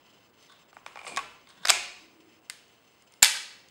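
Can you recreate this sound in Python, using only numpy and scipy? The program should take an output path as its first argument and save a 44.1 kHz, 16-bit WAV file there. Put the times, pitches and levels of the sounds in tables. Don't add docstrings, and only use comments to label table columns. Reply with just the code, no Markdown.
import sys
import numpy as np
from scipy import signal
from scipy.fft import rfft, irfft
from scipy.io import wavfile
from scipy.ndimage import uniform_filter1d

SR = 44100
rng = np.random.default_rng(int(sys.argv[2]) if len(sys.argv) > 2 else 0)


def elevation(decibels):
    levels = np.asarray(decibels, float)
    return 10 ** (levels / 20)


def put_to_file(sound):
    columns = np.atleast_2d(sound).T
    safe = np.clip(columns, -1, 1)
    whole_steps = np.round(safe * 32767)
    wavfile.write(sys.argv[1], SR, whole_steps.astype(np.int16))


N = 163170

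# pitch_hz, level_db (per Hz)
FAN_COLOUR = [(30, -19.5), (100, -2.5), (300, 1), (700, -2.5), (1400, -6.5), (3000, -19.5), (7000, -36),
              (15000, -36.5)]
# pitch_hz, width_hz, level_db
WHIRR_BANDS = [(1006, 140, -4), (2090, 250, -3.5), (2660, 130, -1), (3000, 330, -1.5), (4430, 1200, -11.5),
               (5160, 250, -6.5), (6140, 100, -3), (7520, 140, -7.5)]
# start_s, end_s
WHIRR_PAUSES = [(.19, 0.2), (0.278, 0.33), (0.358, 0.357), (0.634, 0.68), (.712, 0.725), (2.398, 2.43),
                (3.049, 3.07)]
# pitch_hz, level_db
WHISTLE_TONES = [(15692, -75)]
# pitch_hz, t60_s
ROOM_DECAY = [(350, 0.8), (700, 0.56), (1400, 0.62), (2800, 0.62), (5000, 0.62), (8000, 0.45),
              (11500, 0.42), (15500, 0.15)]
# start_s, length_s, pitch_hz, width_hz, level_db
SOFT_THUDS = [
    (1.09, 0.104, 334, 110, -51),
    (1.084, 0.114, 172, 19, -54),
    (1.546, 0.1, 185, 32, -62.5),
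    (1.87, 0.6, 324, 30, -61.5),
]

# start_s, level_db
SHIFT_CURVE = [(.47, -82), (.495, -60), (.52, -61), (.56, -68.5), (.62, -74), (.68, -90), (1.45, -89),
               (1.475, -67.5), (1.5, -55), (1.52, -65.5), (1.56, -68.5), (1.61, -65.5), (1.65, -49),
               (1.66, -89.5)]
SLIDE_CURVE = [(.94, -100), (.96, -55), (1.0, -59), (1.045, -57), (1.075, -46), (1.11, -50), (1.165, -53.5),
               (1.18, -84.5)]
LIPS_CURVE = [(.735, -88), (.748, -62), (.765, -91), (1.0, -68), (1.05, -61), (1.058, -47), (1.07, -57),
              (1.074, -39.5), (1.088, -46), (1.12, -55), (1.16, -58.5), (1.18, -92), (1.48, -82),
              (1.494, -61), (1.504, -63.5), (1.52, -79.5)]
# pitch_hz, width_hz, level_db
SHIFT_BANDS = [(1160, 140, 0.2), (1570, 320, 1.5), (3550, 400, 5.0), (5170, 2500, -17)]
SLIDE_BANDS = [(450, 300, 11.5), (780, 250, 7.5), (1100, 200, 9.5), (2340, 250, 18.5), (4680, 900, -4.5)]
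LIPS_BANDS = [(4840, 900, 0.0), (6420, 460, -2), (7670, 500, 3.5), (8450, 740, 3), (10590, 1500, -10)]
# pitch_hz, level_db
RUB_COLOUR = [(250, -15), (600, 6.5), (9500, -2.5), (13000, -22.0)]

# pitch_hz, level_db, t60_ms
MAGAZINE_MODES = [(600, -1.5, 10), (830, -0.5, 17.5), (1145, -2, 27), (1428, -5.5, 17), (2354, 4, 12),
                  (3620, 2, 8), (5150, 0, 5), (6180, -8.5, 5.6), (8200, -8.5, 2.6)]
WELL_MODES = [(720, -2.5, 16), (1093, 1, 96), (1541, -4, 39), (1970, 1, 8.4), (2420, 0.5, 23),
              (3567, 0, 7.1), (4380, -12, 10), (5500, -2.5, 6), (6430, -6.5, 7.4), (7300, -10, 9.2),
              (8200, -10.5, 8), (10200, -15, 3)]
LATCH_MODES = [(726, -3, 15), (1359, 5, 6.4), (1827, 1, 4), (2553, 2.5, 3.3), (3704, 2.5, 3.3),
               (4900, 4.5, 6.6), (6350, -3.5, 10), (7560, -1, 4.4), (8575, 1, 2.7), (11920, -12.5, 1.9),
               (12960, -14.5, 2.6)]
SEAR_MODES = [(1065, -6.5, 6), (1540, -5, 10), (2109, 4, 30), (2770, -3.5, 15), (3560, 1.5, 8),
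              (4870, 0, 7.1), (6200, 2.5, 4), (7000, -5.5, 4), (8900, 6, 4.6), (12340, -21.5, 4)]
HAMMER_MODES = [(893, -2.5, 14), (1517, 3, 11), (2020, 3, 16), (2950, 4, 5), (3590, 6, 5.6), (4560, 6.5, 6),
                (5200, 4, 15), (6320, 3.5, 6.5), (7247, 0, 6), (8000, 8.5, 3.7), (8780, 3, 1.8),
                (10960, 1.5, 7), (12680, -3.5, 8), (14200, -13, 3)]
# pitch_hz, level_db
MAGAZINE_RADIATION = [(250, -18.5), (800, -8), (1020, -1), (1800, -8), (2480, -3), (4000, -11.5),
                      (8000, -17.5), (15000, -37.5)]
LATCH_RADIATION = [(250, -24.5), (800, -5), (1850, -9), (2400, 2), (3100, -7.5), (4700, -8), (7800, -8.5),
                   (15000, -36.5)]
HAMMER_RADIATION = [(250, -35), (800, -8.5), (1250, -8.5), (1600, -1), (5100, -2), (8900, -4),
                    (12500, -15.5), (15500, -25)]

# start_s, peak_db, low_modes_db, high_modes_db, contact_ms
FINGER_TICKS = [(.426, -47, -10, 3, 1), (.521, -45, -6, -6, 1.5), (1.4718, -41, 0, -18, .5),
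                (1.503, -42, -3, -12, .6), (2.205, -52, 0, -6, 1), (2.681, -55, -15, 10, .6),
                (3.022, -47, -12, 3, 1), (3.122, -48, -12, 3, 1), (3.138, -41, -12, 0, .8),
                (3.685, -46, -8, 0, 2)]
INSERT_HITS = [(.729, -42.5, 14, -3, 0.59), (.7675, -33.5, 21, -2, 0.6), (.8628, -24, 2, -4, .8),
               (.9565, -30.5, 8, -8.5, 1), (.972, -30, 4, -11, 0.49), (1.0045, -44.5, 3, -12, 1),
               (1.009, -42.5, 12, -14, 1.2), (1.014, -34.5, 3.5, -10.5, 0.48), (1.031, -45, 6.5, -4, 1.2),
               (1.048, -32, 2, -18, 0.86), (1.0665, -27, -0.5, -8.5, 0.83), (1.0715, -31, 9.5, -3.5, 1.6),
               (1.122, -38, -0.5, -9.5, 1.1), (1.128, -41.5, 6.5, -13, 1.7)]
# start_s, peak_db, low_modes_db, high_modes_db, contact_ms
STOP_HITS = [
    (1.1625, -22, -18.5, 7.5, 0.52),
    (1.1707, -14, 5.5, -0.5, 1.2),
    (1.173, -21.5, 0, 8.5, 0.51),
    (1.1762, -16, 1, -8, 0.95),
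    (1.1897, -22.5, 3, -1, 1.3),
]
# start_s, peak_db, low_modes_db, high_modes_db, contact_ms
SEAT_HITS = [
    (1.651, -18, 10, -29.5, .8),
    (1.6538, -11, 4.5, -3, .5),
    (1.6715, -17, 1.5, -1.5, 1.74),
    (1.6838, -10.5, -0.5, -1, 1.4),
    (1.690, -9.5, -4, -4, 2.5),
    (1.6953, -4.5, -4.5, -1, 2.4),
    (1.7017, 1, -2, 2, 0.73),
    (1.7045, -10, -1.5, -1.5, 1.33),
]
# start_s, peak_db, low_modes_db, high_modes_db, contact_ms
COCK_HITS = [
    (2.4985, -17.5, 2.5, -3, 0.46),
]
# start_s, peak_db, low_modes_db, high_modes_db, contact_ms
HAMMER_HITS = [
    (3.2222, -17, 1.5, -7, 1.6),
    (3.2262, 2.5, -3, 1.5, 2.6),
    (3.229, 0, 5, 0.5, 1.82),
]
# start_s, peak_db, low_modes_db, high_modes_db, contact_ms
FALL_ECHOES = [(3.2332, -7, 0, -3, 1.5), (3.2375, -9, 0, -8, 2), (3.2405, -7, -3, -5, 1),
               (3.2453, -2, -10, -1, .7), (3.2555, -9, -2, -14, .8), (3.2605, -11, -6, -10, .5)]
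# start_s, peak_db
LOW_JOLTS = [
    (1.701, -34.5),
    (3.229, -19),
]

LOW_MODES_HZ, HIGH_MODES_HZ = 1900, 5700
SLEEVE_HIGH_HZ = 3000
FLICKER_DB = 1.1


def shaped(points, x):
    curve = np.array(points)
    hz = np.fft.rfftfreq(len(x), 1 / SR) + 1
    level_db = np.interp(np.log(hz), np.log(curve[:, 0]), curve[:, 1])
    return irfft(rfft(x) * elevation(level_db), len(x))


def band(x, hz, width_hz):
    return signal.lfilter(*signal.iirpeak(hz, hz / width_hz, fs=SR), x)


def lowpass(x, hz):
    return signal.sosfilt(signal.butter(2, hz, fs=SR, output="sos"), x)


def unit(x):
    return x / np.sqrt(np.mean(x ** 2))


def walk(rate_hz):
    k = int(SR / rate_hz)
    steps = np.repeat(rng.standard_normal(N // k + 1), k)
    return unit(uniform_filter1d(uniform_filter1d(steps, k), k)[:N])


def fan():
    air = unit(shaped(FAN_COLOUR, rng.standard_normal(N)))
    return air * elevation(-64.5 + FLICKER_DB * walk(0.91) / 2)


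def whirr():
    t = np.arange(N) / SR
    off = uniform_filter1d(sum((t > start) * (t < end) * 1. for start, end in WHIRR_PAUSES), size=500)
    stutter_db = 3 * walk(70)
    drive = np.zeros(N)
    for hz, width, db in WHIRR_BANDS:
        level_db = db + 1.1 * walk(7.9) + stutter_db * min(hz / 6000, 1)
        drive += elevation(level_db) * band(rng.standard_normal(N), hz, width)
    pause_db = -9 * off
    return unit(drive) * elevation(-64.5 + pause_db + FLICKER_DB * walk(18))


def whistle():
    t = np.arange(N) / SR
    return sum(elevation(db) * np.sqrt(2) * np.sin(2 * np.pi * hz * t) for hz, db in WHISTLE_TONES)


def room(x):
    build_s, early_db, early_s, grain_db = 0.0021, 4.5, 0.0075, 2.5
    t = np.arange(SR) / SR
    decay = np.array(ROOM_DECAY)
    centres = np.log(np.geomspace(decay[0, 0], decay[-1, 0], num=16))
    t60 = np.interp(centres, np.log(decay[:, 0]), decay[:, 1])
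    f = np.log(np.fft.rfftfreq(SR, 1 / SR) + 1)
    noise = rfft(rng.standard_normal(SR))
    tail = np.zeros(SR)
    for one_band, decay_s in zip(np.eye(len(centres)), t60):
        tail += irfft(noise * np.interp(f, centres, one_band), SR) * 1000. ** (-t / decay_s)
    build = 1 - np.exp(-(t / build_s) ** 2)
    early = early_db * np.exp(-t / early_s)
    grain = grain_db * walk(300)[:SR] * np.exp(-t / (2 * early_s))
    tail *= build * elevation(early + grain)
    return signal.fftconvolve(x, tail / np.sqrt(np.sum(tail ** 2)))[:N]


def thuds():
    t = np.arange(N) / SR
    out = np.zeros(N)
    for start, length, hz, width, db in SOFT_THUDS:
        swell = np.sin(np.pi * np.clip((t - start) / length, 0, 1))
        out += elevation(db) * unit(band(rng.standard_normal(N), hz, width)) * swell
    return out


def rubbing(curve, bands, rough_db):
    start_s, level_db = np.array(curve).T
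    slips = rng.standard_normal(N) * elevation(rough_db * walk(400) + FLICKER_DB * walk(73))
    body = sum(elevation(db) * band(slips, hz, width) for hz, width, db in bands)
    return unit(body) * elevation(np.interp(np.arange(N) / SR, start_s, level_db))


def handling():
    rub = rubbing(SLIDE_CURVE, SLIDE_BANDS, rough_db=6.0)
    rub += rubbing(LIPS_CURVE, LIPS_BANDS, rough_db=5.0)
    rub += rubbing(SHIFT_CURVE, SHIFT_BANDS, rough_db=3.5)
    rub = shaped(RUB_COLOUR, rub)
    return rub + elevation(-4.5) * room(rub)


def jolts():
    t = np.arange(N) / SR
    return sum(elevation(db) * np.exp(-((t - start) / 0.00026) ** 2) for start, db in LOW_JOLTS)


def strike(contact, modes):
    scatter_db, detune = 1.5, .03
    _, peak_db, low_db, high_db, contact_ms, high_hz = contact
    t = np.arange(2048) / SR
    hz, db, t60_ms = np.array(modes, float).T[:, :, None]
    luck = rng.standard_normal((2, len(modes), 1))
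    pitch = hz * (1 + detune * luck[1])
    u = t / (contact_ms / 1000)
    force = rng.standard_normal(2048) * u * np.exp(-2 * u)
    gain = elevation(db + scatter_db * luck[0] + low_db * (hz < LOW_MODES_HZ) + high_db * (hz > high_hz))
    push = np.abs(np.exp(2j * np.pi * pitch * t) @ force)[:, None]
    gain /= push + np.sqrt(np.sum(force ** 2)) / 10
    decay = 1000. ** (-t * 1000 / t60_ms)
    ring = gain / np.sqrt(t60_ms) * np.minimum(t * hz, 1) * np.sin(2 * np.pi * pitch * t) * decay
    polarity = (-1) ** np.arange(len(modes))[:, None]
    hit = np.convolve(force, (ring * polarity).sum(axis=0))
    return hit * elevation(peak_db) / np.abs(hit).max(), np.sign(force[1])


def clicks(contacts, modes, radiation, wet_db, high_hz=HIGH_MODES_HZ):
    near, send = np.zeros(N + 4096), np.zeros((3, N))
    for contact in contacts:
        start, _, low_db, high_db, _ = contact
        hit, sign = strike((*contact, high_hz), modes)
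        at = int(start * SR)
        near[at:at + len(hit)] += hit
        tilt = elevation(np.array([low_db, 0, high_db]) / 2)
        send[:, at] += sign * np.sqrt(np.sum(hit ** 2)) * tilt / tilt.max()
    low = lowpass(send[:2], LOW_MODES_HZ)
    below = lowpass(send[1:], high_hz)
    pulse = low[0] + (below[0] - low[1]) + (send[2] - below[1])
    bass_cut = signal.butter(3, 520, "high", fs=SR, output="sos")
    return signal.sosfilt(bass_cut, near[:N]) + room(elevation(wet_db + 6.5) * shaped(radiation, pulse))


def pistol():
    hits = clicks(FINGER_TICKS, SEAR_MODES, HAMMER_RADIATION, wet_db=-8)
    hits += clicks(INSERT_HITS, MAGAZINE_MODES, MAGAZINE_RADIATION, wet_db=1, high_hz=SLEEVE_HIGH_HZ)
    hits += clicks(STOP_HITS, WELL_MODES, MAGAZINE_RADIATION, wet_db=-1.5, high_hz=SLEEVE_HIGH_HZ)
    hits += clicks(SEAT_HITS, LATCH_MODES, LATCH_RADIATION, wet_db=-2.5)
    hits += clicks(COCK_HITS, SEAR_MODES, HAMMER_RADIATION, wet_db=-7.5)
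    hits += clicks(HAMMER_HITS, HAMMER_MODES, HAMMER_RADIATION, wet_db=-3.5)
    hits += clicks(FALL_ECHOES, HAMMER_MODES, HAMMER_RADIATION, wet_db=-30)
    return hits + jolts()


def scene():
    background = fan() + whirr() + whistle()
    return (background + thuds() + handling() + pistol())[None]


def band_limit(x):
    return signal.sosfilt(signal.butter(12, 16160, fs=SR, output="sos"), x)


def record(dry):
    notch_hz, notch_width_hz, notch_depth = 5750, 380, .8
    x = dry - notch_depth * band(dry, notch_hz, notch_width_hz)
    return band_limit(np.clip(x, -1.0, 1.0))


dry = scene()
out = record(dry)
put_to_file(out)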